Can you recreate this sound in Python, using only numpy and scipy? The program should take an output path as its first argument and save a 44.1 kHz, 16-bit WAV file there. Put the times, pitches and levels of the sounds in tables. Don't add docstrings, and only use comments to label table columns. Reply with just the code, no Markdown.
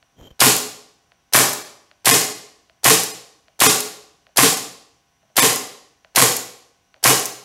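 import sys
import numpy as np
from scipy import signal
from scipy.fft import rfft, irfft, next_fast_len
from scipy.io import wavfile
from scipy.ndimage import uniform_filter1d, minimum_filter1d, map_coordinates

SR = 44100
rng = np.random.default_rng(int(sys.argv[2]) if len(sys.argv) > 2 else 0)


def volts_from_db(level):
    exponent = np.asarray(level, float) / 20
    return 10 ** exponent


def materialize(psi):
    bounded = np.clip(np.atleast_2d(psi).T, -1, 1)
    quanta = np.round(bounded * 32767).astype(np.int16)
    wavfile.write(sys.argv[1], SR, quanta)


N = 328320

# valve_opens_s, valve_db, slam_db, return_db, gas_charge_db
SHOTS = [
    (0.4026, 2.5, 2.5, -0.3, 6),
    (1.3335, 3, 4, 1, -1.2),
    (2.0552, 2.9, -0.5, 5.5, 5),
    (2.8416, -1.3, 1.55, 1.2, 6.5),
    (3.6011, 2.6, 2.4, 0.2, 6.5),
    (4.3697, 3.1, 1.5, 1.5, 6.5),
    (5.3659, -2, 2.5, 3.5, 4.5),
    (6.1583, 3, 0.5, 4, 3.5),
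    (7.0381, 4.2, 3, -2, 2),
]


def along(points, hz):
    point_hz, values = np.transpose(points)
    return np.interp(np.log(hz + 1), np.log(point_hz + 1), values)


def filtered(x, response):
    size = next_fast_len(N + SR)
    hz = np.fft.rfftfreq(size, 1 / SR)
    return irfft(rfft(x, size) * response(hz), size)[:N]


def noise(spectrum):
    x = filtered(rng.standard_normal(N), lambda hz: volts_from_db(along(spectrum, hz)))
    return x / np.std(x)


def resonant(x, modes):
    def response(hz):
        total = 0
        for k, (centre_hz, width_hz, db) in enumerate(modes):
            damping = 1j * hz * width_hz
            total = total + (-1) ** k * volts_from_db(db) * damping / (centre_hz ** 2 - hz ** 2 + damping)
        return total
    return filtered(x, response)


def add(line, start_s, db, t60, rise):
    start = round(start_s * SR)
    t = np.arange(min(round(1.5 * t60 * SR) + 2, N - start)) / SR
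    decay = volts_from_db(db - 60 * t / t60)
    line[start:][:len(t)] += decay * (1 - np.exp(-(t + 1 / SR) / rise))


def wander(step):
    return map_coordinates(rng.standard_normal(N // step + 4), [np.arange(N) / step])


def background():
    # hz, level_db
    air = [(25, -14.5), (60, 1.4), (150, -0.5), (400, -9.5), (3000, -11.5), (6000, -21.5), (9000, -22.5),
           (16000, -30)]
    # hz, rms_db
    hum = [(700, -78), (790, -78), (1000, -80), (1095, -80), (1495, -81), (2870, -83)]
    t = np.arange(N) / SR
    whistle = resonant(rng.standard_normal(N), [(5860, 380, 0)])
    lines = sum(volts_from_db(db) * np.sqrt(2) * np.sin(2 * np.pi * hz * t) for hz, db in hum)
    return volts_from_db(-66.5) * noise(air) + volts_from_db(-73.0) * whistle / np.std(whistle) + lines


def strokes(column):
    # full_pressure_s, press_in_s, hold_s, rumble_db, casing_db
    rub = [
        (0.192, 0.047, 0.028, -46.5, -56),
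        (0.231, .012, .046, -47, -51),
        (0.305, .004, 0.0058, -48, -53.5),
    ]
    lift_s, fade_db = 0.038, 30
    t, gain = np.arange(N) / SR, np.zeros(N)
    for row in rub:
        full_s, press_s, hold_s = row[:3]
        corners_s = np.cumsum([full_s - press_s, press_s, hold_s, lift_s])
        gain += volts_from_db(row[column] + np.interp(t, corners_s, [-fade_db, 0, 0, -fade_db], -120, -120))
    return gain


def finger():
    # hz, width_hz, level_db
    casing = [(3140, 45, 3), (5870, 250, -19), (6760, 250, -18), (7500, 180, -22), (12750, 180, -16)]
    # start_s, peak_db, low_push_db
    slip_events = [
        (0.212, -28, -10),
        (.228, -46, -17),
        (0.312, -33, -8),
    ]
    rumble_spectrum = [(30, -15.0), (100, 4.5), (500, -2.5), (1100, -16.0), (2500, -24.0), (5000, -40.0)]
    jolt_spectrum = [(100, 4.5), (1000, -1.0), (4000, -14), (10000, -22), (15000, -28)]
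    grains = volts_from_db(2.5 * wander(150))
    ring = resonant(grains * rng.standard_normal(N), casing)
    rumble = grains * noise(rumble_spectrum)
    jolts, pushes = np.zeros((2, N))
    for start_s, db, push_db in slip_events:
        add(jolts, start_s, db - 5.0, t60=0.0046, rise=0.00022)
        add(pushes, start_s, db + push_db + 19, t60=0.024, rise=0.00089)
    slips = jolts * noise(jolt_spectrum) + resonant(pushes, [(61.3, 45, -7), (550, 300, -10)])
    rubbing = strokes(column=4) * ring / np.std(ring) + strokes(column=3) * rumble / np.std(rumble)
    return rubbing + slips


def trigger():
    # start_s, click_db, hollow_knock_db
    taps = [(.027, -42, -46), (1.1191, -38.5, -42.5), (1.9134, -36, -42.5), (2.6971, -39, -41),
            (3.4823, -39, -41), (4.2675, -37.5, -40.5), (4.291, -53.5, -42.5), (5.2295, -50.5, -42),
            (5.3, -54, -44), (6.047, -34, -38), (6.9421, -35.5, -42), (6.9628, -46, -38)]
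    # hz, width_hz, level_db
    sear = [(1000, 150, -11.5), (1510, 280, -7), (1860, 220, -4.1), (2620, 1000, -5.5), (3500, 990, -6.5),
            (4400, 250, -2), (7000, 1200, -21)]
    bounces = [(.001, -3), (.006, -8), (.011, -9.5), (.019, -11)]  # delay_s, level_db
    clicks, knocks = np.zeros((2, N))
    for start_s, click_db, knock_db in taps:
        add(clicks, start_s, click_db + 21.5, t60=0.00069, rise=.00005)
        for delay_s, bounce_db in bounces:
            at_s = start_s + delay_s * rng.uniform(.75, 1.25)
            add(knocks, at_s, knock_db + bounce_db + rng.normal(18.5, 1.5), t60=.0015, rise=0.00022)
    rattle = clicks * (1.1 + 0.25 * rng.standard_normal(N))
    hollow = resonant(resonant(knocks, [(650, 130, 0.013)]), [(660, 460, 2.5)])
    return resonant(rattle, sear) + hollow


def bits():
    # start_s, peak_db, gap_to_twin_s
    late_pairs = [
        (0.565, -10, .02),
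        (1.531, -14, .004),
        (2.245, -17.5, 0.0036),
        (3.035, -12.5, .006),
        (3.804, -12.5, .003),
        (4.572, -16.5, .004),
        (5.5589, -12, .003),
        (6.366, -11, .004),
        (7.2561, -11, 0.0046),
    ]
    # hz, level_db
    splat = [(3000, -32.5), (6000, 4), (8000, 0), (11500, 5), (15500, -7)]
    early_s, early_scatter_s, early_db = .16, .003, -16.5
    twin_drop_db = 5.5
    events = [(shot[0] + early_s + rng.normal(0, early_scatter_s), early_db) for shot in SHOTS]
    for start_s, db, gap_s in late_pairs:
        events += [(start_s, db), (start_s + gap_s, db - twin_drop_db)]
    ticks = np.zeros(N)
    for start_s, db in events:
        add(ticks, start_s, db - 1.5, t60=0.013, rise=0.000067)
    return ticks * noise(splat)


def banner():
    # delay_after_valve_s, hz, peak_db, t60_s, rise_s
    sheet_modes = [(0.022, 127, -17.5, 0.36, 0.027), (.057, 270, -5.5, 0.09, 0.006),
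                   (.066, 445, -5, 0.11, 0.0077), (.084, 320, -16, 0.12, 0.0069),
                   (.09, 430, -7.5, 0.077, 0.0078), (.07, 180, -21.5, .25, 0.0088),
                   (0.065, 770, -21.5, 0.2, 0.0058)]
    pellet_db, growth = -5, 0.56
    boom, t = np.zeros(N), np.arange(N) / SR
    for delay_s, hz, mode_db, t60, rise in sheet_modes:
        swell = np.zeros(N)
        for valve_s, *_, gas_db in SHOTS:
            at_s = valve_s + delay_s + rng.normal(0, 0.0011)
            blow_db = pellet_db + growth * gas_db + mode_db + rng.normal(0, 2.2)
            add(swell, at_s, blow_db, t60, rise)
        boom += swell * np.sin(2 * np.pi * hz * t + 0.7 * wander(900))
    return boom


def blaster():
    # time_s, cycle_length (1 = nominal)
    pace_curve = [(.4, 1), (1.33, .97), (2.05, .99), (5.4, 1.005), (7.04, 1.03)]
    contacts_s = [
        [-.0093, -.007, 0, .0023],
        [.0096, .0126, .0177, .0212, .027],
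        [.0356, .043, .0565, .063],
    ]
    # puff_db, puff_t60_s, barrel_knock_db, grip_knock_db
    valve = [
        (-37, 0.019, -35, -35.5),
        (-29.5, 0.026, -35.5, -28.5),
        (-14.5, 0.055, -24.5, -24.5),
        (-6, 0.023, -21, -17),
    ]
    slam = [
        (-6.5, 0.05, -17.5, -18),
        (-9, 0.026, -11, -0.5),
        (-10, 0.069, 5.5, -3),
        (-9, 0.018, 0, -15),
        (-9.5, 0.033, -12.5, -15.5),
    ]
    bolt_return = [
        (-9.5, 0.027, -11, -14),
        (-7, 0.014, -13, -12),
        (-6, 0.037, -16.5, -20),
        (-8, .04, -1, -20.5),
    ]
    # hz, level_db
    puff_spectrum = [(200, -35), (500, -12.5), (1200, -5), (2000, 0), (4000, -4.5), (10500, -2),
                     (13000, -5), (16000, -21.5)]
    leak_spectrum = [(300, -30.5), (1200, -7), (2500, -2.5), (7000, -1), (10500, -3.5), (13000, -8.5),
                     (16000, -26.5)]
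    blast_spectrum = [(300, -40.5), (1200, -18), (2200, -8), (4500, -0.5), (7000, -3), (10000, -2),
                      (13000, -3), (16000, -23)]
    # hz, width_hz, level_db
    barrel_modes = [(136, 45, -6.5), (310, 210, -11.5), (468, 120, -7.5), (1067, 62, 1.5),
                    (1254, 160, -6.5), (1880, 350, -4.5), (3070, 940, -8.5)]
    grip_modes = [(682, 110, 1), (1610, 110, -5)]

    blast, puffs, leak, barrel, grip = np.zeros((5, N))
    phases = list(zip((blast, puffs, puffs), contacts_s, (valve, slam, bolt_return)))
    for valve_s, *phase_db, gas_db in SHOTS:
        pace = np.interp(valve_s, *np.transpose(pace_curve))
        for (gas, delays_s, contacts), db in zip(phases, phase_db):
            for delay_s, (puff_db, t60, barrel_db, grip_db) in zip(delays_s, contacts):
                at_s = valve_s + pace * delay_s
                scatter_db = rng.normal(0, 1.0, 3)
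                add(gas, at_s, db + puff_db + scatter_db[0], t60, rise=0.00031)
                add(barrel, at_s, db + barrel_db + scatter_db[1] + 21, t60=0.00085, rise=.00005)
                add(grip, at_s, db + grip_db + scatter_db[2] + 20, t60=0.00086, rise=.00005)
        add(leak, valve_s + 0.042, gas_db - 11.5, t60=0.35, rise=0.032)
    hiss = blast * noise(blast_spectrum) + puffs * noise(puff_spectrum) + leak * noise(leak_spectrum)
    return hiss + resonant(barrel, barrel_modes) + resonant(grip, grip_modes)


def room(x):
    # hz, t60_s
    decay = [(100, .5), (450, 0.67), (1500, 0.57), (5000, 0.62), (8000, 0.49), (11500, 0.45), (16000, 0.34)]
    # hz, level_db
    walls = [(100, -9), (500, 0.86), (2000, -5), (7000, 0), (12000, -0.5), (16000, 6.5)]
    # hz, width_hz, level_db
    standing = [(121.6, 4, 0), (276, 33, -4), (306, 20, -4.5), (442.6, 40, -0.5), (820, 11, -6),
                (1093.4, 47, 4.5), (7060, 470, -5.5)]
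    hz, t, z = signal.stft(rng.standard_normal(SR), SR, nperseg=256)
    fall_db = along(walls, hz)[:, None] - 60 * t / along(decay, hz)[:, None]
    build_up = 1 - np.exp(-t / 0.0045)
    tail = signal.istft(z * volts_from_db(fall_db) * build_up, SR, nperseg=256)[1]
    tail = tail + resonant(np.pad(tail, (0, N - len(tail))), standing)[:len(tail)]
    delayed = np.pad(x, (260, 0))
    return signal.fftconvolve(delayed, tail / np.linalg.norm(tail))[:N]


def scene():
    small = bits() + trigger()
    far, shots = banner(), blaster()
    echo = room(volts_from_db(-3.5) * shots + volts_from_db(-1.5) * far + volts_from_db(-7.5) * small)
    return (background() + finger() + small + far + shots + echo)[None]


def starve(x, size=1536, count=18):
    # centre_s, line_level_db, depth (0-1)
    frames = [
        (1.636, -2, 0.5),
        (2.125, -1, 0.8),
        (2.34, -1, 0.55),
        (3.129, 0.5, 0.8),
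        (3.684, -1, .95),
        (4.559, -2, 0.5),
        (5.412, -1, 1),
    ]
    y, window = x.copy(), np.hanning(size)
    edges = np.unique((np.linspace(2.8, 20.5, count) ** 2).astype(int))
    for centre_s, db, depth in frames:
        at = round(centre_s * SR) - size // 2
        frame = x[at:at + size]
        z = rfft(frame * np.sqrt(window))
        kept = np.zeros_like(z)
        for lo, hi in zip(edges, edges[1:]):
            top = lo + np.argmax(abs(z[lo:hi]))
            phase = z[top] / abs(z[top])
            kept[top] = phase * np.linalg.norm(z[lo:hi]) * np.sqrt(2)
        y[at:at + size] += depth * window ** 1.2 * (volts_from_db(db) * irfft(kept) - frame)
    return y


def band_limit(x):
    return signal.sosfilt(signal.butter(12, 16460, fs=SR, output="sos"), x)


def record(dry):
    x = dry[0]
    need = np.minimum(1, 1.15 / (np.abs(x) + 1e-9))
    x = x * uniform_filter1d(minimum_filter1d(need, size=441), size=221)
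    x = x / (1 + np.abs(x) ** 8) ** (1 / 8)
    x = filtered(starve(x), lambda hz: volts_from_db(-26 * np.clip((hz - 15750) / 200, 0, 1) - 40 * (hz > 16460)))
    return band_limit(x[None])


dry = scene()
out = record(dry)
materialize(out)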